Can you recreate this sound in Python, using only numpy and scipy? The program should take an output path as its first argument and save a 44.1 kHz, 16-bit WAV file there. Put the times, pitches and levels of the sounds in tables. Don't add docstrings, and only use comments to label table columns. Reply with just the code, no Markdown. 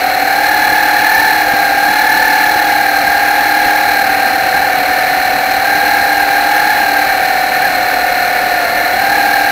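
import sys
import numpy as np
from scipy import signal
from scipy.fft import rfft, irfft, next_fast_len
from scipy.io import wavfile
from scipy.ndimage import map_coordinates

SR = 44100
rng = np.random.default_rng(int(sys.argv[2]) if len(sys.argv) > 2 else 0)


def dump(signal):
    limited = np.clip(np.atleast_2d(signal).T, -1, 1)
    pcm = np.round(limited * 32767).astype(np.int16)
    wavfile.write(sys.argv[1], SR, pcm)


N = 419391
TIME = np.arange(N) / SR

# (time [s], tooth rate [Hz])
MOTOR_SPEED = [(0.0, 704), (0.18, 699.4), (0.56, 790.4), (0.97, 778), (1.21, 831.6), (1.46, 756.6),
               (1.78, 744), (1.95, 794.6), (2.28, 813.3), (2.9, 741.5), (3.41, 769.3), (3.88, 767.6),
               (4.04, 732), (4.73, 701), (5.38, 700.2), (5.88, 764.4), (6.25, 742), (6.63, 779.4),
               (7.21, 706), (8.16, 682), (8.43, 690), (8.84, 653), (9.12, 762), (9.5, 748.5)]
# (time [s], change of tooth rate [Hz], half-width [s])
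MOTOR_SURGES = [(4.558, 75.5, 0.01604), (4.643, 59.5, .022), (6.712, 32, .02), (7.646, 74, .025),
                (8.668, -33.5, 0.0312)]
GEAR_ORDERS = [2 / 5, 1, 2, 3, 4]
# (level [dB], growth [dB per 100 Hz of tooth rate], bite [dB per unit of push],
# flutter depth [0-1])
GEAR_PARTIALS = [(-15, 2.5, -10, 0.86), (-2, 2, 4, 0.26), (-1.64, 1.0, 0.5, 0.43), (-9.5, 3.5, -1, 0.27),
                 (-10, 9, 10.5, 0.33)]
# (frequency [Hz], width [Hz], gain [dB])
HULL_RESONANCES = [(304, 34.7, -16.5), (423.5, 40, -18.5), (520.7, 70.5, -11.5), (784, 185, -11.5),
                   (1439, 78, -17), (1619, 60.5, -9.5), (1768, 126, -7.5), (2043, 37, -16.5),
                   (2205, 286, -15), (2558, 72, -25), (2840, 49, -23.5), (3382, 155, -30)]
# (frequency [Hz], relative level [dB])
RATTLE_SPECTRUM = [(560, -75), (950, -15), (1320, -7.5), (1440, -21), (1540, -8), (1760, -29), (1920, -8.5),
                   (2250, -9.5), (2480, -10.5), (2860, -13.5), (3090, -20.5), (3590, -22), (4100, -17),
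                   (4760, -22), (7800, -38.5), (10100, -60), (17200, -120)]
# (frequency [Hz], relative level [dB])
WASH_SPECTRUM = [(12, -35), (20, -18), (43, -5), (102, -8.5), (221, -5.5), (291, 0.5), (314, -41.5),
                 (354, -3), (460, -14), (600, -3), (1010, -120)]
# (time [s], relative level [dB])
WAVELET_KNOCKS = [(1.519, -15), (1.536, -13), (2.558, -12), (3.655, -13), (4.543, -15), (5.749, -18),
                  (6.758, -18)]


def gears(tooth_hz, mean_hz, push, scrape_db=7.0):
    phase = 2 * np.pi * np.cumsum(tooth_hz) / SR
    haste = (mean_hz - mean_hz.mean()) / 100
    mesh = 0
    for order, (db, growth, bite, depth) in zip(GEAR_ORDERS, GEAR_PARTIALS):
        flutter = 1 + depth * noise_band(hz=75, width_hz=125)
        mesh += from_db(db + growth * haste + bite * push) * flutter * np.sin(order * phase)
    return np.sqrt(2) * mesh + from_db(scrape_db) * rng.standard_normal(N)


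def motor_tooth_rate(mean_hz, push, wander_hz=3.49, jitter_hz=12):
    surge_hz = sum(rise * np.exp(-((TIME - s) / width) ** 2) for s, rise, width in MOTOR_SURGES)
    swing = 165 * (mean_hz / mean_hz.mean()) ** 0.51
    backlash = noise_band(hz=170, width_hz=260)
    return mean_hz + swing * push + surge_hz + wander_hz * drift(9.78) + jitter_hz * backlash


def controller_push(pulse_hz=37.988, duty=0.74, fade=0.26, coil_s=0.0012, rotor_s=0.0014):
    cycle = (TIME * pulse_hz - 0.1974) % 1
    pulses = np.clip((duty - cycle) / fade, 0, 1)
    current = lag(pulses - pulses.mean(), coil_s)
    unevenness = 1 + 0.039 * drift(19.7)
    return lag(current, rotor_s) * unevenness


def hull(force, direct_db=-38):
    ringing = sum(from_db(db) * band(force, hz, width) for hz, width, db in HULL_RESONANCES)
    return ringing + from_db(direct_db) * force


def rattle_and_sparks(push, mean_hz, rattle_db=-22.0, grain_db=2.0, spark_db=-33.3):
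    grains = rng.standard_normal(N) * from_db(grain_db * drift(250))
    sparks = noise_band(hz=5600, width_hz=2200) * from_db(6 * push)
    sparks *= (mean_hz / mean_hz.mean()) ** 3.3
    return from_db(rattle_db) * coloured(grains, RATTLE_SPECTRUM) + from_db(spark_db) * rms_one(sparks)


def controller_whistle(push, pitch_hz=4198, waver_hz=4, tone_db=-30.5, buzz_db=-27.0, depth=0.52):
    phase = 2 * np.pi * np.cumsum(pitch_hz + waver_hz * drift(26.5)) / SR
    tone = from_db(tone_db) * np.sqrt(2) * np.sin(phase)
    buzz = from_db(buzz_db) * noise_band(hz=4120, width_hz=400)
    return (tone + buzz) * (1 + depth * push)


def water(wash_db=-33, lap_db=-1.5, knock_db=-4, decay_s=0.01):
    lapping = from_db(wash_db + lap_db * drift(14.0))
    wash = lapping * coloured(rng.standard_normal(N), WASH_SPECTRUM)
    blows = sum(from_db(db) * (TIME > s) * np.exp(-np.abs(TIME - s) / decay_s)
                for s, db in WAVELET_KNOCKS)
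    return wash + from_db(knock_db) * blows * noise_band(hz=380, width_hz=660)


def from_db(db):
    return 10 ** (np.asarray(db) / 20)


def rms_one(x):
    return x / np.sqrt(np.mean(x ** 2) + 1e-20)


def lag(x, seconds):
    pole = np.exp(-1 / (seconds * SR))
    return signal.lfilter([1 - pole], [1, -pole], x)


def band(x, hz, width_hz):
    edges = np.clip([hz - width_hz / 2, hz + width_hz / 2], 10, .45 * SR)
    return signal.sosfilt(signal.butter(2, edges, "band", fs=SR, output="sos"), x + 1e-18)


def noise_band(hz, width_hz):
    return rms_one(band(rng.standard_normal(N), hz, width_hz))


def drift(rate_hz):
    size = next_fast_len(N, True)
    hz = np.arange(size // 2 + 1) * SR / size
    spectrum = rfft(rng.standard_normal(size)) / (1 + (hz / rate_hz) ** 2)
    return rms_one(irfft(spectrum, size)[:N])


def coloured(x, spectrum):
    hz, db = np.transpose(spectrum)
    size = next_fast_len(N, True)
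    bin_hz = np.arange(1, size // 2 + 2) * SR / size
    gain = from_db(np.interp(np.log(bin_hz), np.log(hz), db))
    return rms_one(irfft(rfft(x, size) * gain, size)[:N])


def scene():
    mean_hz = np.interp(TIME, *np.transpose(MOTOR_SPEED))
    doublings = np.log2(mean_hz / mean_hz.mean())
    push = controller_push()
    tooth_hz = motor_tooth_rate(mean_hz, push)
    whine = from_db(-5.5 * doublings) * hull(gears(tooth_hz, mean_hz, push))
    rattle = from_db(3 * doublings) * rattle_and_sparks(push, mean_hz)
    whistle = from_db(10 * doublings) * controller_whistle(push)
    return (whine + rattle + whistle + water())[None]


def record(dry, input_cutoff_hz=7700, sampler_hz=16002, ceiling=0.85, output_cutoff_hz=15700):
    input_filter = signal.butter(8, input_cutoff_hz, fs=SR, output="sos")
    output_filter = signal.ellip(12, .1, 80, output_cutoff_hz, fs=SR, output="sos")
    narrow = signal.sosfilt(input_filter, dry[0])
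    held_at = np.floor(TIME * sampler_hz) * SR / sampler_hz
    held = map_coordinates(narrow, [held_at], order=3, mode="nearest")
    return signal.sosfilt(output_filter, np.clip(held, -ceiling, ceiling))[None]


dry = scene()
out = record(dry)
dump(out)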